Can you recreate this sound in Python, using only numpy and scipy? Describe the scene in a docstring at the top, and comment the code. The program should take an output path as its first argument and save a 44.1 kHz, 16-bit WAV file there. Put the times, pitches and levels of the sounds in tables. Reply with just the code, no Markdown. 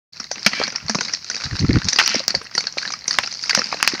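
"""A hillside, where dry cut brush is burning. Stems burst in sharp snaps, small pops and hollow knocks
over a dense, surging crackle, and boiling sap spurts steam. The brush scatters each burst and the slope
throws back a dull echo of the snaps. One gust buffets the microphone over a faint breeze and hiss,
and the hardest snaps overload it."""
import sys
import numpy as np
from scipy import signal
from scipy.fft import rfft, irfft
from scipy.io import wavfile
from scipy.ndimage import uniform_filter1d

SR = 44100
rng = np.random.default_rng(int(sys.argv[2]) if len(sys.argv) > 2 else 0)


def generate_wav(sig):
    """Save sig (samples, or channels by samples) to the path in sys.argv[1] as 16-bit PCM at SR."""
    pcm = np.round(np.clip(np.atleast_2d(sig).T, -1, 1) * 32767).astype(np.int16)
    wavfile.write(sys.argv[1], SR, pcm)


N = 176400
BURST_SAMPLES = 4096
THUMP, CRACK, TICK = LAYERS = range(3)  # the low, woody and crisp layers of a burst
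POP_DECAY_S = 0.0028

# EQ of the low thump (f/Hz, level/dB)
THUMP_EQ = [(30, -36), (110, -7.5), (200, 3.5), (400, -7.5), (720, -3), (1200, -6), (9000, -102)]
# EQ of the woody crack (f/Hz, level/dB)
CRACK_EQ = [(30, -56), (600, -8.5), (1100, -2), (1700, 2.5), (2600, 0), (3500, -8.5), (7000, -31),
            (16000, -89)]
# EQ of the broader crack of a hard snap (f/Hz, level/dB)
HARD_CRACK_EQ = [(30, -35), (450, -23.5), (950, -2.5), (2600, 3.5), (16000, -62)]
# EQ of the crisp tick (f/Hz, level/dB)
TICK_EQ = [(30, -65), (2000, -10.5), (3400, -15.5), (4100, -4.5), (4700, 2), (5600, 0), (6400, -6.5),
           (8000, -29), (10000, -35), (16000, -73)]
# tail scattered by the brush, a row per layer (level/dB, decay/s)
BRUSH_TAILS = [(-13, 0.0061), (-22, 0.016), (-15, 0.019)]
# rough swing of a small stem's pitch either way, one per layer (interval/octaves)
RING_SPREAD = [0.735, 0.54, 0.38]
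ATTACK_S, RASP_DB, RASP_S = 0.00043, 1.5, 0.000965
def burst(decay_s, layer, hard=False):
    """One layer of a splitting stem: a raspy rush of gas and a weak tail. It rings unless it is hard."""
    eq = (THUMP_EQ, HARD_CRACK_EQ if hard else CRACK_EQ, TICK_EQ)[layer]
    tail_db, tail_s = BRUSH_TAILS[layer]
    t = np.arange(BURST_SAMPLES) / SR
    softness = min(decay_s / POP_DECAY_S, 1)  # short bursts hit faster and drier
    # fibres tear in uneven jerks
    jerks = np.interp(t / RASP_S, np.arange(BURST_SAMPLES), rng.standard_normal(BURST_SAMPLES))
    rush = np.exp(-t / decay_s) * np.sqrt(POP_DECAY_S / decay_s) * undb(RASP_DB * jerks)
    tail = softness ** 0.39 * undb(tail_db) * np.exp(-t / tail_s)
    attack = (1 - np.exp(-t / (ATTACK_S * softness))) ** 2
    hz, db = np.array(eq).T
    centre_hz = np.average(hz, weights=undb(db) ** 2)
    ring_hz = centre_hz * 2 ** (RING_SPREAD[layer] * rng.uniform(-1.084, 1))
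    gas = attack * np.hypot(rush, tail) * rng.standard_normal(BURST_SAMPLES)
    sheen_db = rng.uniform(-3.375, 7.5)  # stems differ in their highest treble
    hit = colour(gas, eq, None if hard else ring_hz, sheen_db)
    return hit / np.sqrt(np.mean(hit[:int(.008 * SR)] ** 2))  # rms 1 over the first 8 ms


# hard snaps (t/s, thump level/dB, crack level/dB, tick level/dB, decay/s)
HARD_SNAPS = [(0.462, -17.5, -8, -9.5, 0.0068), (1.8851, -38, -37, -12.5, 0.0022),
              (1.9864, -28.5, -8.5, -16, 0.0045), (1.996, -52, -11.5, -16.5, 0.01),
              (2.0773, -61, -18.5, -13.5, 0.00016), (2.28, -27, -27, -10, 0.0014),
              (3.1863, -28, -7.5, -15.5, 0.001), (3.4943, -54, -16.5, -16, 0.0058),
              (3.5488, -49, -15, -10.5, 0.0015), (3.8277, -59, -7, -10.5, 0.00036),
              (3.876, -26, -7.5, -9, 0.00057)]
# smaller pops (t/s, thump level/dB, crack level/dB, tick level/dB)
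SMALL_POPS = [(0.1987, -37, -32.5, -25.5), (0.3135, -55, -31.5, -21), (0.532, -34.5, -21.5, -27),
              (0.6358, -37, -24, -16.5), (0.6769, -31, -29, -25), (0.7582, -69, -32, -19),
              (0.8952, -22, -23.5, -17), (0.9468, -30, -22, -23), (0.9516, -18, -40, -19.5),
              (0.9853, -28.5, -26, -27), (1.0081, -31.5, -22, -19.5), (1.1357, -44, -28.5, -16.5),
              (1.2992, -40, -27.5, -20), (1.9305, -37.5, -26.5, -15.5), (1.9594, -33, -29, -16),
              (2.0593, -57, -28, -14.5), (2.2011, -29, -43, -26), (2.3042, -40, -32, -18),
              (2.3489, -26.5, -22.5, -13), (2.55, -36, -26, -20.5), (2.5777, -27, -20.5, -12.5),
              (2.6685, -67, -28.5, -17.5), (2.782, -47, -22.5, -19), (2.8517, -50, -24.5, -31),
              (2.9358, -60, -27.5, -23.5), (3.0786, -35.5, -35, -14.5), (3.1084, -43, -26, -15),
              (3.2344, -42, -25.5, -30), (3.4367, -65, -31.5, -21), (3.507, -58, -19.5, -15.5),
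              (3.5294, -36, -21, -37), (3.5733, -20, -21.5, -23.5), (3.5912, -23, -27, -15),]
def bursting_stems():
    """Stems snap and pop, each its own blend of layers; longer snaps send more to the slope's echo."""
    out, echo_send = np.zeros(N), np.zeros(N)
    longest_s = max(row[-1] for row in HARD_SNAPS)
    for layer in LAYERS:
        for start, *db, decay_s in HARD_SNAPS:
            snap = undb(db[layer]) * burst(decay_s, layer, hard=True)
            add(out, start, snap)
            add(echo_send, start, snap * decay_s / longest_s)
        for start, *db in SMALL_POPS:
            add(out, start, undb(db[layer]) * burst(POP_DECAY_S, layer))
    return out, echo_send


# knocks of thick stems, pitched by their cavities (t/s, level/dB, f/Hz)
KNOCKS = [(0.314, -16.5, 696), (0.6003, -12.5, 446), (0.615, -6.5, 790), (1.7575, -8, 1700),
          (2.014, -8, 1190), (2.1463, -12, 574), (2.161, -17.5, 242), (2.344, -13.5, 610),
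          (2.771, -18, 580), (2.904, -15.5, 1180), (3.1871, -6, 885), (3.7273, -7.5, 1040),
          (3.744, -18.5, 595), (3.9354, -16.5, 336)]
KNOCK_RISE_CYCLES, KNOCK_SCATTER_DB, KNOCK_SPLIT_DB = 0.49, -8, -19
def hollow_knocks():
    """Thick stems pop like corks: a few cavity cycles, strewn by the brush, with some crack and tick."""
    out, t = np.zeros(N), np.arange(BURST_SAMPLES) / SR
    _, tail_s = BRUSH_TAILS[THUMP]
    for start, db, hz in KNOCKS:
        age = t * hz / KNOCK_RISE_CYCLES
        cavity = np.sin(2 * np.pi * hz * t) * age * np.exp(1 - age)
        brush = rng.standard_normal(BURST_SAMPLES) * np.exp(-t / tail_s)
        strewn = signal.fftconvolve(cavity, brush)[:BURST_SAMPLES]
        body = cavity + undb(KNOCK_SCATTER_DB) * unit(strewn) * cavity.std()
        split = burst(POP_DECAY_S, CRACK) + burst(POP_DECAY_S, TICK) / 2
        add(out, start, undb(db) * (body + undb(KNOCK_SPLIT_DB) * split))
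    return out


# fader ride as the flames surge and sink (t/s, thump and crack level/dB, tick level/dB)
FLAME_RIDE = [(0.12, -56, -48.5), (0.221, -46, -41.5), (0.279, -57, -48.5), (0.366, -38.5, -40),
              (0.44, -42.5, -36), (0.57, -35.5, -33.5), (0.8, -42, -42), (1.12, -39, -34.5),
              (1.229, -52.5, -42), (1.33, -38.5, -33.5), (1.8, -39.5, -38), (1.96, -38.5, -32.5),
              (2.14, -32, -27.5), (2.282, -43.5, -43.5), (2.38, -39, -40.5), (2.519, -48.5, -47.5),
              (2.58, -37, -32.5), (2.74, -46, -42), (2.83, -38.5, -31), (3.055, -46.5, -46),
              (3.12, -34.5, -33.5), (3.41, -49, -36), (3.52, -36.5, -33), (4.0, -37.5, -34.5)]
CRACKLE_DB, SIZZLE_DB = [-8, 2.5, 4], [-11.5, -6, -2.5]  # per layer, relative to the ride
GRAINS_PER_S, GRAIN_DECAY_S, GRAIN_SPREAD_DB, GRAIN_TINT_DB = 125, .0013, 3, 12
def crackle(t):
    """A bed of tiny bursts of uneven size over a faint sizzle, both following the flames."""
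    times, wood_db, tick_db = np.array(FLAME_RIDE).T
    count = int(GRAINS_PER_S * N / SR)
    starts = rng.uniform(0, N / SR, count)
    size_db = GRAIN_SPREAD_DB * np.minimum(rng.exponential(size=count), 3.3)
    out = np.zeros(N)
    for layer, eq, ride_db in zip(LAYERS, (THUMP_EQ, CRACK_EQ, TICK_EQ), (wood_db, wood_db, tick_db)):
        decays_s = GRAIN_DECAY_S * rng.lognormal(sigma=.5, size=48)
        palette = [burst(decay_s, layer) for decay_s in decays_s]
        gains = undb(size_db + GRAIN_TINT_DB * rng.uniform(-1, 1, count))
        grains = np.zeros(N)
        for k, start in enumerate(starts):
            add(grains, start, gains[k] * palette[k % len(palette)])
        sizzle = colour(rng.standard_normal(N), eq)
        bed = undb(CRACKLE_DB[layer]) * unit(grains) + undb(SIZZLE_DB[layer]) * unit(sizzle)
        out += undb(np.interp(t, times, ride_db)) * bed
    return out


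# cues for the spurts of steam (t/s)
STEAM_CUES = [2.435, 2.56, 3.08, 3.115, 3.445]
# EQ of the bright steam (f/Hz, level/dB)
STEAM_EQ = [(3000, -30), (9500, 13), (16000, -30)]
SPURT_WIDTH_S, SPURT_DB, FLUTTER_DB = 0.0082, -52, 3
def sap_spurts(t):
    """Boiling sap escapes in short, fluttering spurts of steam."""
    jets = sum(swell(t, at, SPURT_WIDTH_S) for at in STEAM_CUES)
    flutter = unit(uniform_filter1d(rng.standard_normal(N), size=300))
    steam = unit(colour(rng.standard_normal(N), STEAM_EQ))
    return undb(SPURT_DB + FLUTTER_DB * flutter) * jets * steam


# EQ of the echo return (f/Hz, level/dB)
ECHO_EQ = [(500, -18), (2900, 0), (5500, -9)]
ECHO_DELAY_S, ECHO_SMEAR_S, ECHO_DB = 0.12, 0.05, -12
def slope_echo(send):
    """The slope throws the snaps back, smeared into a soft midrange hiss."""
    t = np.arange(SR // 2) / SR
    response = colour(rng.standard_normal(len(t)) * swell(t, ECHO_DELAY_S, ECHO_SMEAR_S), ECHO_EQ)
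    response /= np.sqrt(np.sum(response ** 2))
    return undb(ECHO_DB) * signal.fftconvolve(send, response)[:N]


# buffets on the microphone (t/s, level/dB)
WIND_HITS = [(0.853, -34.5), (1.463, -28.5), (1.535, -20.5), (1.617, -18.5), (1.643, -14.5), (1.703, -12.5),
             (1.743, -16.5), (1.767, -13.5), (1.862, -22.5), (2.368, -33.5)]
# EQ of the wind's rumble (f/Hz, level/dB)
RUMBLE_EQ = [(25, -9), (65, -7.5), (135, -1.5), (200, -12), (1500, -100)]
# EQ of the small eddies (f/Hz, level/dB)
EDDY_EQ = [(20, -30), (160, 2), (290, 3), (700, -26), (4000, -85)]
BUFFET_WIDTH_S, BREEZE_DB, EDDY_DB, EDDY_EXPONENT = 0.013, -56, 0.5, 2.48
def wind(t):
    """Air rumbles on the microphone in short buffets; the harder it pushes, the more eddies it sheds."""
    def turbulence(eq):
        """Coloured noise held at an even level."""
        noise = colour(rng.standard_normal(N), eq)
        return noise / np.sqrt(uniform_filter1d(noise ** 2, size=1000))
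    gust = np.sqrt(sum((undb(db) * swell(t, at, BUFFET_WIDTH_S)) ** 2 for at, db in WIND_HITS))
    eddies = undb(EDDY_DB) * gust.max() * (gust / gust.max()) ** EDDY_EXPONENT
    return (gust + undb(BREEZE_DB)) * turbulence(RUMBLE_EQ) + eddies * turbulence(EDDY_EQ)


RING_DB, RING_Q, SHEEN_HZ = 14, 12, 8300
def colour(x, eq, ring_hz=None, sheen_db=0):
    """Causal EQ through (f/Hz, level/dB) points, with an optional resonance and treble shelf."""
    hz, db = np.array(eq).T
    f = np.maximum(np.fft.rfftfreq(BURST_SAMPLES, 1 / SR), 1)
    shelf_db = sheen_db / (1 + (SHEEN_HZ / f) ** 20)
    gain = undb(np.interp(np.log(f), np.log(hz), db) + shelf_db)
    if ring_hz is not None:
        detuning = 2 * RING_Q * (f / ring_hz - 1)
        gain *= np.sqrt(1 + undb(RING_DB) ** 2 / (1 + detuning ** 2))
    # minimum phase keeps the attacks sharp
    cepstrum = irfft(np.log(gain))
    cepstrum[1:BURST_SAMPLES // 2] *= 2
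    cepstrum[BURST_SAMPLES // 2 + 1:] = 0
    return signal.fftconvolve(x, irfft(np.exp(rfft(cepstrum))))[:len(x)]


def swell(t, peak_s, width_s):
    """Bell-shaped envelope peaking at 1."""
    return np.exp(-.5 * ((t - peak_s) / width_s) ** 2)


def undb(db):
    """Decibels to gain."""
    return 10 ** (np.asarray(db) / 20)


def unit(x):
    """Scale to rms 1."""
    return x / np.sqrt(np.mean(x ** 2))


def add(out, start_s, x):
    """Mix x in at its cue."""
    i = int(start_s * SR)
    out[i:i + len(x)] += x[:max(len(out) - i, 0)]


HISS_DB, SILENCE_S, FADE_IN_S = -68, .123, .005
def scene():
    """Mono mix of fire, echo, wind and faint hiss, opening after a moment of silence."""
    t = np.arange(N) / SR
    stems, echo_send = bursting_stems()
    air = wind(t) + undb(HISS_DB) * rng.standard_normal(N)
    fire = stems + hollow_knocks() + sap_spurts(t) + crackle(t)
    fade_in = np.clip((t - SILENCE_S) / FADE_IN_S, 0, 1)
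    return ((fire + slope_echo(echo_send) + air) * fade_in)[None]


CLIP_CEILING, LOW_CUT_HZ, HIGH_CUT_HZ = 1.02, 55, 15800
def record(dry):
    """The recorder soft-clips the hardest snaps, sheds the deepest bass and cuts the top."""
    oversampled = signal.resample_poly(dry, 4, 1, axis=-1)
    clipped = oversampled / (1 + (oversampled / CLIP_CEILING) ** 4) ** (1 / 4)
    clipped = signal.resample_poly(clipped, 1, 4, axis=-1)
    low_cut = signal.butter(2, LOW_CUT_HZ, "high", fs=SR, output="sos")
    high_cut = signal.ellip(8, .2, 70, HIGH_CUT_HZ, fs=SR, output="sos")
    return signal.sosfilt(high_cut, signal.sosfilt(low_cut, clipped))


dry = scene()
out = record(dry)
generate_wav(out)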